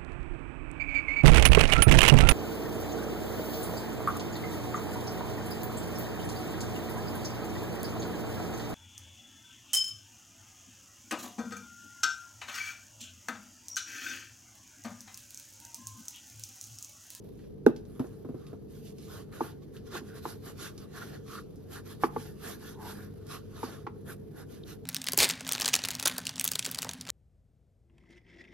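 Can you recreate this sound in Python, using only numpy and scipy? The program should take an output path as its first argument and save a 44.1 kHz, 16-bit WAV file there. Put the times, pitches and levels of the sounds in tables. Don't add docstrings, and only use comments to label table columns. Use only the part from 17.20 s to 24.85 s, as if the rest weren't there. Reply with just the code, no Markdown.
import sys
import numpy as np
from scipy import signal
from scipy.fft import rfft, irfft, next_fast_len
from scipy.io import wavfile
from scipy.ndimage import uniform_filter1d, map_coordinates

SR = 44100
rng = np.random.default_rng(int(sys.argv[2]) if len(sys.argv) > 2 else 0)


def materialize(psi):
    bounded = np.clip(np.atleast_2d(psi).T, -1, 1)
    quanta = np.round(bounded * 32767).astype(np.int16)
    wavfile.write(sys.argv[1], SR, quanta)


N = 337541


def amp(db):
    return 10 ** (np.asarray(db) / 20)


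def unit(x):
    return x / np.sqrt(np.mean(x ** 2) + 1e-20)


def along(points, hz):
    point_hz, values = np.transpose(points)
    return np.interp(np.log(hz + 1), np.log(point_hz + 1), values)


def wobble(knots_per_s):
    knots = rng.standard_normal(int(N * knots_per_s / SR) + 4)
    return map_coordinates(knots, [np.arange(N) * knots_per_s / SR], order=2)


def filtered(x, response):
    size = next_fast_len(N + SR // 4)
    return irfft(rfft(x, size) * response(np.fft.rfftfreq(size, 1 / SR)), size)[..., :N]


def band(x, hz, width):
    q = max(1 / width, hz / (SR / 4))
    b, a = signal.iirpeak(min(hz, SR / 3), q, SR)
    return signal.lfilter(b, a, x)


def add(track, start_s, sound):
    part = track[..., round(start_s * SR):][..., :sound.shape[-1]]
    part += sound[..., :part.shape[-1]]


def coloured(pair, spectrum, alike):
    def response(hz):
        turn = np.arccos(np.clip(along(alike, hz), -1, 1)) / 2
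        beyond = np.maximum(hz / spectrum[-1][0], spectrum[0][0] / (hz + 1)).clip(1)
        skirts = 1 / beyond ** 2
        return amp(along(spectrum, hz)) * skirts * [np.cos(turn), np.sin(turn)]
    mid, side = filtered(pair, response)
    return unit(np.array([mid + side, mid - side]))


# frequency in Hz, middle level in dB rms.
HUM_LINES = [(49, -66.5), (99, -58.5), (147, -57), (201, -60)]
# frequency in Hz, density in dB per Hz.
RUMBLE_SPECTRUM = [(20, -19), (35, -15), (50, -6), (70, -2.5), (100, 3), (200, 0.5), (290, -2), (380, -2),
                   (440, 4), (540, -14.5), (700, -21), (1100, -32.5), (2200, -42.5), (6000, -45),
                   (15000, -57)]
# frequency in Hz, likeness (0-1).
ROOM_ALIKE = [(60, 1), (130, 0.21), (290, 0.18), (450, 0.038), (620, 0.02), (1400, 0.19), (8000, 1)]
RUMBLE_DB = -46.5


def room_tone():
    t = np.arange(N) / SR
    hum = 0
    for hz, rms_db in HUM_LINES:
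        level = amp(rms_db + 2.9 * wobble(3.423)) * np.sqrt(2)
        hum = hum + level * np.sin(2 * np.pi * hz * t + 1.0 * wobble(11))
    rumble = coloured(rng.standard_normal((2, N)), RUMBLE_SPECTRUM, ROOM_ALIKE)
    return hum + amp(RUMBLE_DB) * rumble


# frequency in Hz, t60 in s.
WALL_T60 = [(150, 0.43), (500, 0.37), (1500, 0.32), (5000, 0.33), (14000, 0.074)]
WALL_DELAY_S = 0.00356


def workshop(x):
    hz, t, z = signal.stft(rng.standard_normal((2, SR // 2)), SR, nperseg=256)
    decay = amp(-60 * t / along(WALL_T60, hz)[:, None])
    tail = signal.istft(z * decay, SR, nperseg=256)[1]
    tail /= np.linalg.norm(tail[0])
    tail = np.pad(tail, ((0, 0), (round(WALL_DELAY_S * SR), 0)))
    return signal.fftconvolve(x, tail, axes=1)[:, :N]


# frequency in Hz, likeness (1 same, negative opposed).
NEAR_ALIKE = [(100, .8), (350, .65), (620, -.1), (1200, .78), (2500, .45), (6000, .6), (8200, .992),
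              (11000, .85), (14700, .95)]
# frequency in Hz, density in dB per Hz.
RUSTLE_SPECTRUM = [(500, 20), (1500, -3), (4000, -0.5), (7000, -7.5), (15000, 2)]
RUSTLE_DB = -71.5


def rustle():
    flutter = amp(3.5 * wobble(14) + 3.5 * wobble(120))
    return amp(RUSTLE_DB) * flutter * coloured(rng.standard_normal((2, N)), RUSTLE_SPECTRUM, NEAR_ALIKE)


def blows(events, modes, clatter, rise_cycles, port_spread, crack_db, crack_t60_s, clatter_t60_s):
    out, t = np.zeros((2, N)), np.arange(SR // 4) / SR
    hz, mode_db, t60_s = np.transpose(modes)[:, :, None]
    alternate = (-1) ** np.arange(len(modes))[:, None]
    swell = 1 - np.exp(-(t * hz / rise_cycles) ** 2)
    port_angle = np.arccos(np.clip(along(NEAR_ALIKE, hz), -1, 1))
    skew_rad = port_spread * port_angle * np.array([-1, 1])[:, None, None]
    clatter_rise_s, clatter_level = 0.0008, np.zeros(N)
    for start_s, db, hard_db, off_centre_db, clatter_db in events:
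        level_db = mode_db + hard_db * np.log2(hz / 500) / 2 + off_centre_db * alternate
        level_db = level_db + rng.standard_normal(hz.shape)
        detune = 1 + 0.019 * rng.standard_normal(hz.shape)
        tone = np.sin(2 * np.pi * hz * detune * t + skew_rad)
        ring = (amp(level_db - 60 * t / t60_s) * swell * tone).sum(axis=1)
        crack = amp(crack_db + hard_db - 60 * t / crack_t60_s) * rng.standard_normal((2, len(t)))
        add(out, start_s, amp(db) * (ring + crack))
        clatter_rise = 1 - np.exp(-(t / clatter_rise_s) ** 2)
        add(clatter_level, start_s, amp(clatter_db - 60 * t / clatter_t60_s) * clatter_rise)
    return out + clatter_level * coloured(rng.standard_normal((2, N)), clatter, NEAR_ALIKE)


# start in seconds, level in dB,
# hardness in dB, off-centre in dB, clatter level in dB.
BOTTLE_THUMPS = [(0.4638, -5, -1.5, -1, -26), (0.4905, -28, -20, 7.5, -57), (0.7945, -32.5, -36.5, -1, -34),
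                 (0.843, -32.5, -7, 5.5, -48), (1.047, -35, -21, 4, -46.5), (1.088, -35.5, -30, 0.5, -46.5),
                 (1.143, -35.5, -24, 6.5, -48), (1.329, -35.5, -11, 1.5, -47.5)]
# frequency in Hz, level in dB, t60 in s.
BENCH_MODES = [(134, -21.5, 0.087), (249.6, -3, 0.087), (359, -2, 0.054), (420, 13.5, 0.024),
               (443, 13, 0.0078), (542, -13.5, 0.028), (694, -15, 0.045), (830, -12, 0.045),
               (1455, -13.5, 0.018), (1548, -8.5, 0.016), (2600, -24, 0.016), (3680, -26, 0.015),
               (5500, -23.5, 0.012)]
# frequency in Hz, density in dB per Hz.
BENCH_CLATTER = [(400, 11), (700, 8), (850, 0.5), (1030, -1.5), (1300, -3), (1650, -12), (2000, -19.5),
                 (3700, -25), (6000, -28), (14000, -26)]


def bottle_on_bench():
    return blows(BOTTLE_THUMPS, BENCH_MODES, BENCH_CLATTER, rise_cycles=1.7, port_spread=0.45,
                 crack_db=-23, crack_t60_s=0.0031, clatter_t60_s=0.12)


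# start in seconds, level in dB,
# hardness in dB, off-centre in dB, clatter level in dB.
LEATHER_KNOCKS = [(2.2068, -16, -1, 0, -44), (2.751, -31, -3, 1, -43), (2.811, -37.5, -28, -3, -59),
                  (3.0535, -24, 1.5, -1.5, -37), (4.8353, -10.5, 3, 0.5, -24), (4.9622, -20, 0, 3, -45),
                  (6.4305, -21, -4.5, 1.5, -42), (6.6663, -26.5, 0, 0, -33.5)]
# frequency in Hz, level in dB, t60 in s.
LEATHER_MODES = [(246.5, -12, 0.12), (349.5, -2, 0.06), (434, -2, 0.044), (950, 7, 0.01),
                 (881, -4.5, 0.034), (1020, -7, 0.034), (1144, -8, 0.048), (1310, -13.5, 0.02),
                 (2200, -26, 0.02)]
# frequency in Hz, density in dB per Hz.
LEATHER_CLATTER = [(620, -18), (850, -0.5), (1150, -3.5), (1320, -7), (1700, -13), (2300, -19), (3600, -30)]


def leather_knocks():
    knocks = blows(LEATHER_KNOCKS, LEATHER_MODES, LEATHER_CLATTER, rise_cycles=1.61, port_spread=0.39,
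                   crack_db=-43, crack_t60_s=0.006, clatter_t60_s=0.072)
    return knocks * amp([[.7], [-.7]])


# start in seconds, level in dB, centre in Hz.
SNAGS = [(0.1918, -54, 1700), (0.2404, -56.5, 1800), (0.5627, -44.5, 4340), (0.6524, -56.5, 4500),
         (0.7942, -46.5, 3000), (0.868, -53, 7000), (1.267, -48, 3500), (1.7835, -47, 4900),
         (2.126, -45, 1480), (2.3188, -54, 3500), (2.5666, -45, 3500), (3.578, -41, 5040),
         (4.0793, -45, 1400), (4.3582, -52.5, 7000), (4.866, -45, 12000), (6.0678, -46.5, 9000)]
CLICK_T60_S, CLICK_RISE_S = 0.0055, 0.0004
TRAIL_DB, TRAIL_T60_S = -12.5, 0.15


def snags():
    out, t = np.zeros((2, N)), np.arange(SR // 6) / SR
    fade = amp(-60 * t / CLICK_T60_S) + amp(TRAIL_DB - 60 * t / TRAIL_T60_S)
    fade *= 1 - np.exp(-t / CLICK_RISE_S)
    for start_s, db, hz in SNAGS:
        shared, own = rng.standard_normal(len(t)), rng.standard_normal((2, len(t)))
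        click = unit(band(shared + 0.064 * own, hz, width=0.7))
        add(out, start_s, amp(db) * fade * click)
    return out


# middle in seconds, level in dB, length in s, frequency in Hz.
CHIRRS = [(2.562, -60, 0.024, 1440), (2.76, -50, 0.035, 776), (2.926, -60, 0.087, 1520),
          (3.824, -42.5, 0.015, 1400), (4.152, -48, 0.069, 1255), (4.187, -41.5, 0.015, 1320),
          (4.576, -49.5, 0.024, 1460), (5.639, -49.5, 0.093, 887), (6.143, -47.5, 0.051, 1205),
          (6.904, -50.5, 0.032, 1485), (7.437, -54, 0.0055, 3680)]


def chirrs():
    out, t = np.zeros(N), np.arange(-SR // 8, SR // 8) / SR
    for middle_s, db, length_s, hz in CHIRRS:
        ring = band(band(rng.standard_normal(len(t)), hz, width=0.2), hz, width=0.3)
        envelope = np.exp(-2 * (t / length_s) ** 2)
        add(out, middle_s + t[0], amp(db) * envelope * unit(ring))
    return out


def friction(spectrum, grain_db, grains_per_s, patchy_db):
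    slips = rng.standard_normal((2, N)) * amp(grain_db * wobble(grains_per_s))
    z = signal.stft(slips, nperseg=512)[2]
    field = rng.standard_normal(z.shape[1:])
    field = uniform_filter1d(field, size=4, axis=0)
    field = uniform_filter1d(field, size=9, axis=1)
    slips = signal.istft(z * amp(patchy_db * unit(field)), nperseg=512)[1][:, :N]
    return coloured(slips, spectrum, NEAR_ALIKE)


# middle in seconds, length in s, strength in dB,
# resonance of the piece in dB, brightness in dB, upper resonance over lower in dB.
STROKES = [(0.2, 0.18, -71, -9, 0, 3), (0.84, 0.43, -71, 4, 5, -6.5), (1.25, 0.3, -70, -1.5, 0, -15),
           (1.559, 0.15, -65, -4.5, 1.0, 4), (1.679, 0.11, -59, -10, -1.5, -0.5),
           (1.866, 0.19, -59.5, -11, -1, 1.0), (1.957, 0.15, -55.0, 2, 0.5, -5.5),
           (2.154, 0.075, -60, 7, 2.5, -10), (2.243, 0.17, -54, 4, -1, -0.5),
           (2.431, 0.035, -70.5, 0.5, -9, -11), (2.56, 0.072, -65.5, -2, 3, 8),
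           (2.68, 0.054, -60.5, 3, -3, 0), (2.757, 0.087, -44, 1.5, -5.5, 1),
           (2.889, 0.09, -60.5, -1, -1.5, 5), (2.971, 0.07, -55, 2, 0.5, 6),
           (3.089, 0.13, -50.5, -1, 0, 1.5), (3.278, 0.098, -53, 1.5, 3.5, 2),
           (3.443, 0.13, -45.5, -1.5, -2.5, -0.5), (3.625, 0.072, -61.5, 0.5, 1, -14),
           (3.801, 0.14, -51, 3.5, -1.5, 2), (3.916, 0.16, -58.0, 3, -1.5, 2.5),
           (4.14, 0.15, -50.5, -4.5, -2, -10), (4.552, 0.1, -51, 2, 0, 1.5),
           (4.702, 0.098, -53.5, -0.5, -1, -3), (4.843, 0.066, -49.5, 2, 2.5, -10),
           (5.026, 0.17, -53.5, -2, 0, 3), (5.283, 0.15, -48.5, 1.5, 3, -0.5),
           (5.472, 0.15, -52.5, 1.5, 1, 1), (5.691, 0.17, -52, 3, 2, 2.5), (5.82, 0.13, -60.5, 7, 3, 4),
           (6.137, 0.12, -49, 0.5, -2, -5), (6.462, 0.27, -53.5, 3.5, -1, -2),
           (6.904, 0.084, -55, 6, 6, 3.5), (7.198, 0.091, -58.5, 5.5, 2, 6),
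           (7.342, 0.13, -61.5, -1, 2, -2), (7.504, 0.091, -53, 2.5, 0, 1.5)]
# frequency in Hz, density in dB per Hz.
HISS_SPECTRUM = [(900, -30), (1900, -7), (2250, -4), (2800, -1), (3800, .5), (5000, -1.5), (6500, -4),
                 (9000, -10), (12000, -25)]
FIZZ_SPECTRUM = [(4500, -25), (7000, -5), (8500, -2.5), (10000, -.5), (11600, 1), (13000, -.5),
                 (14700, -4.5)]
DRAG_SPECTRUM = [(200, -11), (350, 2), (580, -5), (730, -2), (900, -6.5), (1080, -8), (1400, -25)]
HOLLOW_LOW_SPECTRUM = [(800, -40), (1080, 3.5), (1240, 2), (1400, -2.5), (1600, -7)]
HOLLOW_HIGH_SPECTRUM = [(1200, -39), (1400, 8.5), (1540, 3.5), (1740, 4.5), (2000, -5.5), (2500, -30)]
FIRM_DB = -54
DRAG_DB, HOLLOW_DB, HISS_DB, FIZZ_DB = -3, -5, -1.14, -2
EDGE_DB, SWELL_POWER = 12.5, 2.13
LINGER_DB, LINGER_LENGTHS = -23.5, 2


def cloth():
    t, power = np.arange(N) / SR, np.zeros((5, N))
    for middle_s, length_s, db, resonance_db, bright_db, upper_db in STROKES:
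        near = slice(max(0, round((middle_s - .7) * SR)), round((middle_s + .7) * SR))
        away = np.abs(t[near] - middle_s) / length_s
        sweep = amp(-EDGE_DB * (2 * away) ** SWELL_POWER)
        linger = amp(LINGER_DB) * np.exp(-(away / LINGER_LENGTHS) ** 2)
        lower_db, higher_db = resonance_db - upper_db / 2, resonance_db + upper_db / 2
        voices_db = np.array([0, resonance_db, lower_db, higher_db, bright_db])
        power[:, near] += amp(db - FIRM_DB + voices_db[:, None]) ** 2 * (sweep ** 2 + linger ** 2)
    effort, tug, lower, upper, fizz = np.sqrt(power)
    pressure = amp(FIRM_DB + 1.16 * wobble(45))
    body = amp(DRAG_DB) * tug * friction(DRAG_SPECTRUM, grain_db=1.0, grains_per_s=310, patchy_db=3)
    for drive, spectrum in ((lower, HOLLOW_LOW_SPECTRUM), (upper, HOLLOW_HIGH_SPECTRUM)):
        hollow = friction(spectrum, grain_db=1.0, grains_per_s=160, patchy_db=3.0)
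        body += amp(HOLLOW_DB) * drive * hollow
    pile = amp(HISS_DB) * effort * friction(HISS_SPECTRUM, grain_db=0.5, grains_per_s=730, patchy_db=2.5)
    pile += amp(FIZZ_DB) * fizz * friction(FIZZ_SPECTRUM, grain_db=3.0, grains_per_s=2800, patchy_db=3.5)
    return pressure * (body + pile)


# frequency in Hz, gain in dB.
BENCH_WET = [(400, -20.5), (1500, -19.5), (2600, -13), (7000, -21)]
# frequency in Hz, left minus right in dB.
BALANCE = [(100, 6), (350, -4), (1200, -0.9), (2300, -1.5), (4200, -5), (7700, -5), (14000, 2)]
LEATHER_WET_DB, RUBBING_WET_DB = -18, -31


def scene():
    bottle = bottle_on_bench()
    leather = leather_knocks()
    rubbing = cloth() + snags() + rustle() + chirrs()
    to_room = filtered(bottle, lambda hz: amp(along(BENCH_WET, hz)))
    to_room += amp(LEATHER_WET_DB) * leather + amp(RUBBING_WET_DB) * rubbing
    near = bottle + leather + rubbing + workshop(to_room)
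    half_each = np.array([[.5], [-.5]])
    return filtered(near, lambda hz: amp(along(BALANCE, hz) * half_each)) + room_tone()


# frequency in Hz, left lag in radians.
LAG = [(1200, 0), (4200, 1.3), (6200, 1.6), (8200, np.pi), (9900, 4.8), (11700, 2 * np.pi), (13400, 7.8),
       (14700, 3 * np.pi)]
TOP_HZ = 14700


def record(dry):
    half_each = np.array([[-.5], [.5]])
    return filtered(dry, lambda hz: np.exp(1j * along(LAG, hz) * half_each) * (hz < TOP_HZ))


dry = scene()
out = record(dry)
materialize(out)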